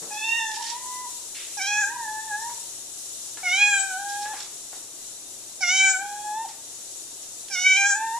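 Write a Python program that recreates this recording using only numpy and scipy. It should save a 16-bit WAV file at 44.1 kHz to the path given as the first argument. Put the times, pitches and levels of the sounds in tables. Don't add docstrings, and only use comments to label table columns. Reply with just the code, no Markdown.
import sys
import numpy as np
from scipy import signal
from scipy.fft import rfft, irfft, next_fast_len
from scipy.io import wavfile

SR = 44100
rng = np.random.default_rng(int(sys.argv[2]) if len(sys.argv) > 2 else 0)


def digitize_waveform(pressure):
    field = np.atleast_2d(pressure).T
    bounded = np.clip(field, -1, 1)
    quanta = np.round(bounded * 32767).astype(np.int16)
    wavfile.write(sys.argv[1], SR, quanta)


N = 361179
TIME_S = np.arange(N) / SR

# frequency in Hz, relative density in dB per Hz.
ROOM_TONE_SPECTRUM = [(20, -1), (48, -14), (90, -3), (200, -6), (290, 2), (370, 4), (470, -0.5), (700, 0),
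                      (1100, -7), (2500, -11.5), (6000, -24)]
# frequency in Hz, relative density in dB per Hz.
LEFT_HISS_SPECTRUM = [(100, -41), (2300, -25), (3700, -14.5), (5200, -16.5), (6100, -9.5), (6900, -1.5),
                      (7800, -1.5), (8600, -7.5), (10200, -5.5), (10900, -13.5), (12400, -16), (13000, -19),
                      (14200, -21.5)]
RIGHT_HISS_SPECTRUM = [(100, -22), (2300, -20), (3700, -9.5), (5000, -9), (5950, 0.5), (7000, -9),
                       (7900, -10), (8600, -12.5), (10300, -13), (10900, -37), (12300, -25), (12900, -51)]
# centre in seconds, logistic time constant in seconds, extra level before in dB.
HISS_EASING = (4.35, 0.041, 2.6)
# steady dB, early extra dB, centre of the extra in seconds, its half-width (1/e) in seconds,
# fade-in centre in seconds.
HUM_LEVEL = (-74.5, 7.5, 0.5, 3.3, 1.6)
# frequency in Hz, 60 dB decay time in seconds.
ROOM_DECAY = [(200, 0.11), (1000, 0.49), (3000, 0.45), (8000, 0.098)]
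# frequency in Hz, left minus right in dB.
MIC_MISMATCH = [(700, -2), (2300, -2.5), (4200, -3), (5700, -14.5), (7200, 12.5), (9000, 6.5)]
# start in seconds, level in dB, centre in Hz, decay in seconds.
BUMPS_AND_TICKS = [(.02, -42, 366, 0.046), (2.495, -45, 790, .015), (3.372, -34, 1400, 0.0076),
                   (4.255, -33.5, 900, 0.0073), (4.333, -41.5, 1170, 0.057), (4.728, -39, 810, 0.007),
                   (6.485, -39, 5000, 0.019), (7.484, -32, 5650, 0.0025)]
# reflections over direct sound in dB, left minus right in dB,
# lead of the left microphone in ms.
CAT_PLACES = [(-5, 1, 0.024), (-9, 2, 0.031), (-11, 1.5, -0.031), (-12, 2, -0.028), (-11.5, 1, 0.03)]
# time in seconds, pitch in Hz.
PITCH_CURVES = [
    [(0.105, 847), (0.234, 869), (0.245, 896.3), (0.383, 928.8), (0.398, 897), (0.551, 857.4), (0.608, 958),
     (0.625, 908), (0.734, 942), (0.776, 997.4), (1.034, 1004), (1.076, 927)],
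    [(1.57, 845), (1.611, 743), (1.628, 793), (1.656, 768), (1.676, 823.4), (1.81, 846.4), (1.838, 790),
     (1.95, 990), (2.074, 858), (2.285, 879), (2.329, 820), (2.51, 977)],
    [(3.43, 746), (3.488, 699), (3.551, 759), (3.61, 824.5), (3.698, 825.8), (3.804, 772), (3.841, 785),
     (3.953, 740.5), (3.994, 799.3), (4.242, 827.3), (4.324, 867), (4.353, 778)],
    [(5.606, 774), (5.648, 714), (5.677, 699), (5.734, 759.3), (5.87, 774.5), (5.94, 760), (5.951, 744),
     (6.013, 779.6), (6.021, 809), (6.328, 846.7), (6.438, 919), (6.464, 731.0)],
    [(7.5, 805), (7.571, 717), (7.673, 759), (7.758, 762.6), (7.775, 794), (7.848, 799.7), (7.879, 817.1),
     (7.939, 787), (7.957, 846.2), (8.045, 903), (8.125, 900), (8.189, 960)],
]
# time in seconds, level in dB.
MOUTH_LEVEL_CURVES = [
    [(0.105, -46), (0.236, -25), (0.26, -31), (0.314, -23.5), (0.539, -42), (0.631, -59), (0.672, -46),
     (0.857, -68), (0.984, -48), (1.0, -58), (1.076, -58)],
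    [(1.57, -43), (1.613, -28.5), (1.746, -29), (1.85, -24), (1.863, -47), (1.909, -40), (1.925, -67),
     (2.052, -36.5), (2.296, -41), (2.339, -32), (2.51, -58.5)],
    [(3.43, -47), (3.458, -26.5), (3.597, -23.5), (3.623, -11.5), (3.67, -18), (3.698, -28), (3.735, -20),
     (3.862, -31.5), (4.083, -42.5), (4.321, -39), (4.353, -51)],
    [(5.606, -44), (5.631, -22.5), (5.675, -26), (5.776, -22), (5.828, -16), (5.859, -20.5), (6.006, -30.5),
     (6.036, -45.7), (6.436, -47), (6.45, -67), (6.464, -56)],
    [(7.5, -46), (7.588, -25.5), (7.633, -31), (7.649, -18), (7.817, -18.5), (7.854, -19), (7.869, -25),
     (7.934, -24.5), (7.997, -40.5), (8.169, -44), (8.189, -63)],
]
# jaw widest in seconds, mouth shut in seconds, voice break in seconds,
# mouth resonance when widest in Hz, the same in the whine in Hz, middle resonance in Hz, its nominal level in dB,
# upper resonance's top in Hz, its nominal level in dB, fundamental at first in dB, the same in the whine in dB,
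# its slope after the mouth shuts in dB/s.
ARTICULATIONS = [(0.29, 0.563, 0.8, 2660, 2000, 3400, -33.5, 6600, -40.5, -40, -36, -6),
                 (1.746, 1.868, 1.88, 2190, 1660, 3350, -33, 6900, -30, -38, -35.5, -0.5),
                 (3.64, 3.86, 3.9, 2286, 1350, 3280, -25, 8050, -29, -37.5, -36.5, 3.5),
                 (5.833, 5.96, 5.96, 2143, 1850, 3210, -26, 7350, -25, -39, -34.5, 7.5),
                 (7.767, 7.963, 7.935, 2194, 2130, 3200, -26.5, 7020, -26.5, -49, -31, 11)]
# start in seconds, length in seconds, level in dB.
RUSTLE_EVENTS = [(0.509, 0.069, -37), (0.599, 0.12, -36), (0.673, 0.086, -38), (4.069, 0.1, -45),
                 (4.203, 0.038, -43), (4.355, 0.11, -45)]
# start in seconds, level in dB, decay in seconds.
SCUFF_EVENTS = [(1.345, -38, 0.086)]

HUM_HZ = 120
START_HZ, CLOSING_HZ = 1933, 1535
CLOSE_S = 0.021
SCOOP_S, SCOOP_WIDTH_S, SCOOP_HZ, SCOOP_DB = 0.069, 0.035, -150, -4
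FILL_S = 0.018
CHOKE_S, CHOKE_DB = 0.039, -5.5
RELEASE_S, RELEASE_DB = 0.0089, -8.5
GAPE_LAG_S, GAPE_S, GAPE_DB = 0.04, 0.062, -7.5
UPPER_START_DB, UPPER_ATTACK_S = -6, 0.022
UPPER_HZ, UPPER_CURVE = 5630, 1.1
WHINE_MIDDLE_DB, WHINE_UPPER_DB = -28, -25
HOLLOW_HZ, HOLLOW_WIDTH_HZ, HOLLOW_DB = 3270, 180, -8.5
JAW_CRACK_LEAD_S, JAW_CRACK = 0.058, 0.28
END_CRACK_LEAD_S, END_CRACK = 0.012, 1
CRACK_S = 0.012
RUSTLE_HZ, RUSTLE_OCTAVES = 5350, 1
SCUFF_HZ, SCUFF_OCTAVES = 2920, 0.78
EDGE_HZ = 14180


def gain_of(db):
    return 10 ** (np.asarray(db) / 20)


def evened(x):
    return x / np.sqrt(np.mean(x ** 2) + 1e-20)


def read(points, hz):
    f, value = np.transpose(points)
    return np.interp(np.log(hz + 1), np.log(f + 1), value)


def add(mix, start_s, sound):
    part = mix[max(round(start_s * SR), 0):][:len(sound)]
    part += sound[:len(part)]


def coloured(x, gain):
    size = next_fast_len(x.shape[-1])
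    spectrum = rfft(x, size) * gain(np.fft.rfftfreq(size, 1 / SR))
    return irfft(spectrum, size)[..., :x.shape[-1]]


def noise(size, gain):
    return evened(coloured(rng.standard_normal(size), gain))


def waver(size, rate_hz):
    return noise(size, lambda f: 1 / (1 + (f / rate_hz) ** 4))


def band(size, centre_hz, octaves):
    def gain(f):
        offset = np.log2((f + 1) / centre_hz) / octaves
        return 1 / (1 + offset ** 2 / 2) ** 2 / (1 + (f / 8500) ** 8)
    return noise(size, gain)


def bell(t, at_s, width_s):
    return np.exp(-((t - at_s) / width_s) ** 2)


def step(t, at_s, constant_s):
    return .5 + .5 * np.tanh((t - at_s) / constant_s / 2)


def room_tone(level_db=-55.5, apart_db=-11):
    common, opposed = [noise(N, lambda f: gain_of(read(ROOM_TONE_SPECTRUM, f))) for _ in range(2)]
    return gain_of(level_db) * (common + gain_of(apart_db) * np.outer([1, -1], opposed))


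def hum():
    steady_db, extra_db, centre_s, width_s, fade_in_s = HUM_LEVEL
    level_db = steady_db + extra_db * bell(TIME_S, centre_s, width_s)
    envelope = np.sqrt(2) * gain_of(level_db) * step(TIME_S, fade_in_s, 0.1)
    return envelope * np.sin(2 * np.pi * HUM_HZ * TIME_S)


def microphone_hiss(spectrum, level_db, ripple_db=3.5):
    grid_hz = np.arange(0, SR / 2, 50)
    ripple = ripple_db * rng.standard_normal(len(grid_hz))
    return gain_of(level_db) * noise(N, lambda f: gain_of(read(spectrum, f) + np.interp(f, grid_hz, ripple)))


def hiss(left_db=-37, right_db=-41.5, flutter_db=0.8):
    pair = np.array([microphone_hiss(LEFT_HISS_SPECTRUM, left_db),
                     microphone_hiss(RIGHT_HISS_SPECTRUM, right_db)])
    at_s, constant_s, before_db = HISS_EASING
    level_db = before_db * (1 - step(TIME_S, at_s, constant_s)) + flutter_db * waver(N, 6)
    return pair * gain_of(level_db)


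def background():
    return room_tone() + hum() + hiss()


def room(x, wet_db, ring_s=.4, taps_per_s=2000):
    slots = int(ring_s * taps_per_s)
    at = ((np.arange(slots) + 5 + rng.random((2, slots))) * SR / taps_per_s).astype(int)
    taps = np.zeros((2, SR))
    np.put_along_axis(taps, np.minimum(at, SR - 1), rng.choice([-1., 1.], at.shape), 1)
    hz, t, z = signal.stft(taps, SR, nperseg=256)
    same = (1 / (1 + (hz / 1900) ** 2))[:, None]
    z[1] = same * z[0] + np.sqrt(1 - same ** 2) * z[1]
    decay = gain_of(-60 * t / read(ROOM_DECAY, hz)[:, None])
    tail = signal.istft(z * decay, SR)[1]
    tail = tail / np.linalg.norm(tail[0])
    wet = signal.oaconvolve(x[None], tail, axes=1)[:, :len(x)]
    return (x + gain_of(wet_db) * wet) / np.sqrt(1 + gain_of(2 * wet_db))


def struck_noise(level_db, centre_hz, octaves, decay_s, attack_s):
    t = TIME_S[:SR // 3]
    envelope = np.exp(-t / decay_s) * (1 - np.exp(-t / attack_s))
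    return gain_of(level_db) * band(len(t), centre_hz, octaves) * envelope


def bumps():
    out = np.zeros(N)
    for start_s, level_db, centre_hz, decay_s in BUMPS_AND_TICKS:
        add(out, start_s, struck_noise(level_db, centre_hz, 1.5, decay_s, 0.00023))
    return out


def resonance(hz, centre_hz, width_hz):
    hollow = gain_of(HOLLOW_DB * np.exp(-((hz - HOLLOW_HZ) / HOLLOW_WIDTH_HZ) ** 2))
    return hollow / (1 + ((hz - centre_hz) / width_hz) ** 2) / np.sqrt(1 + (hz / 8300) ** 24)


def articulation(t, widest_s, shut_s, break_s, wide_hz, whine_hz, middle_hz, middle_db, top_hz, upper_db,
                 first_db, whine_db, slope_db_per_s, skew=0.97, opening=0.52):
    age = t - t[0]
    closed = step(t, shut_s, CLOSE_S)
    progress = np.clip(age / (shut_s - t[0]), 0, 1)
    scoop = bell(age, SCOOP_S, SCOOP_WIDTH_S)

    base_db = first_db + (whine_db - first_db) * step(t, widest_s, FILL_S)
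    base_db = base_db + slope_db_per_s * np.maximum(t - shut_s, 0)
    base_db = base_db + SCOOP_DB * scoop + CHOKE_DB * bell(t, break_s, CHOKE_S)
    base_db = base_db + RELEASE_DB * bell(t, t[-1], RELEASE_S)

    opened = (age / (widest_s - t[0])) ** opening
    rising_hz = START_HZ + (wide_hz - START_HZ) * opened + SCOOP_HZ * scoop
    falling_hz = np.interp(t, [widest_s, shut_s], [wide_hz, CLOSING_HZ])
    open_hz = np.where(t < widest_s, rising_hz, falling_hz)
    mouth_hz = open_hz * (1 - closed) + whine_hz * closed

    gape = gain_of(GAPE_DB * bell(t, widest_s + GAPE_LAG_S, GAPE_S))
    middle = np.sin(np.pi * progress ** skew) ** 2 * gape + gain_of(WHINE_MIDDLE_DB)

    growth = gain_of(UPPER_START_DB * (1 - progress)) * (1 - np.exp(-age / UPPER_ATTACK_S))
    upper = growth * (1 - closed) + gain_of(WHINE_UPPER_DB)
    upper_hz = UPPER_HZ + (top_hz - UPPER_HZ) * progress ** UPPER_CURVE
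    return (base_db, mouth_hz, middle_hz, middle_db + 20 * np.log10(middle),
            upper_hz, upper_db + 20 * np.log10(upper))


def meow(melody, loudness, gesture, mouth_width_hz=270, middle_width_hz=440, upper_width_hz=780,
         jitter=0.0036, tremor=0.0033, shimmer_db=1.73, air_db=-20, crack_jitter=0.022, crack_db=5,
         fade_s=0.0021):
    t = np.arange(melody[0][0], melody[-1][0], 1 / SR)
    size = len(t)
    pitch_hz = np.interp(t, *np.transpose(melody))
    mouth_db = np.interp(t, *np.transpose(loudness))
    base_db, mouth_hz, middle_hz, middle_db, upper_hz, upper_db = articulation(t, *gesture)

    shut_s = gesture[1]
    crack = JAW_CRACK * bell(t, shut_s - JAW_CRACK_LEAD_S, CRACK_S)
    crack = crack + END_CRACK * bell(t, t[-1] - END_CRACK_LEAD_S, CRACK_S)
    unsettled = 1 + 4 * np.exp(-(t - t[0]) / 0.052)
    scatter = jitter * np.sqrt(unsettled) + crack_jitter * crack
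    pitch_hz = pitch_hz * (1 + tremor * unsettled * waver(size, 58) + scatter * waver(size, 192))
    angle = 2 * np.pi * np.cumsum(pitch_hz) / SR

    mouth_width = mouth_width_hz * np.interp(mouth_db, [-42, -26], [.55, 1])
    mouth_db = mouth_db + crack_db * crack * waver(size, 280)
    k = np.arange(2, 13)[:, None]
    power = 0
    for level_db, centre_hz, width_hz in [(mouth_db, mouth_hz, mouth_width),
                                          (middle_db, middle_hz, middle_width_hz),
                                          (upper_db, upper_hz, upper_width_hz)]:
        shape = resonance(k * pitch_hz, centre_hz, width_hz)
        shape = shape / np.linalg.norm(shape, axis=0)
        shimmer = shimmer_db * np.sqrt(unsettled) * waver(size, 25)
        power = power + (shape * gain_of(level_db + shimmer)) ** 2

    lag = np.arctan((k * pitch_hz - mouth_hz) / mouth_width_hz) + 0.251 * k ** 2
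    fundamental = gain_of(base_db) * np.cos(angle)
    harmonics = (np.sqrt(power) * np.cos(k * angle - lag)).sum(0)
    voice = np.sqrt(2) * (fundamental + harmonics)
    air = band(size, 7200, 0.63) * (1 + np.cos(angle)) * gain_of(upper_db + air_db)
    edges = np.clip(np.minimum(t - t[0], t[-1] - t) / fade_s, 0, 1)
    return t[0], (voice + air) * edges


def cat():
    out = np.zeros((2, N))
    for melody, loudness, gesture, place in zip(PITCH_CURVES, MOUTH_LEVEL_CURVES, ARTICULATIONS, CAT_PLACES):
        wet_db, balance_db, lead_ms = place
        start_s, voice = meow(melody, loudness, gesture)
        heard = room(np.pad(voice, (0, SR // 2)), wet_db)
        for track, sound, side in zip(out, heard, [.5, -.5]):
            shifted = coloured(sound, lambda f: np.exp(2j * np.pi * f * side * lead_ms / 1000))
            add(track, start_s, shifted * gain_of(side * balance_db))
    return out


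def rustles(grain_db=6.5):
    out = np.zeros(N)
    for start_s, length_s, level_db in RUSTLE_EVENTS:
        size = int(length_s * SR)
        swell = np.sqrt(np.hanning(size))
        grain = gain_of(level_db + grain_db * waver(size, 78))
        add(out, start_s, swell * grain * band(size, RUSTLE_HZ, RUSTLE_OCTAVES))
    return out


def scuffs():
    out = np.zeros(N)
    for start_s, level_db, decay_s in SCUFF_EVENTS:
        add(out, start_s, struck_noise(level_db, SCUFF_HZ, SCUFF_OCTAVES, decay_s, 0.0048))
    return out


def movement():
    return room(bumps() + rustles() + scuffs(), wet_db=-2)


def scene():
    def mismatch(f):
        return gain_of(np.outer([.5, -.5], read(MIC_MISMATCH, f)))
    return coloured(cat() + movement(), mismatch) + background()


def record(dry):
    taps = signal.firwin(801, EDGE_HZ, window=("kaiser", 9), fs=SR)
    return signal.oaconvolve(dry, taps[None], "same")


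dry = scene()
out = record(dry)
digitize_waveform(out)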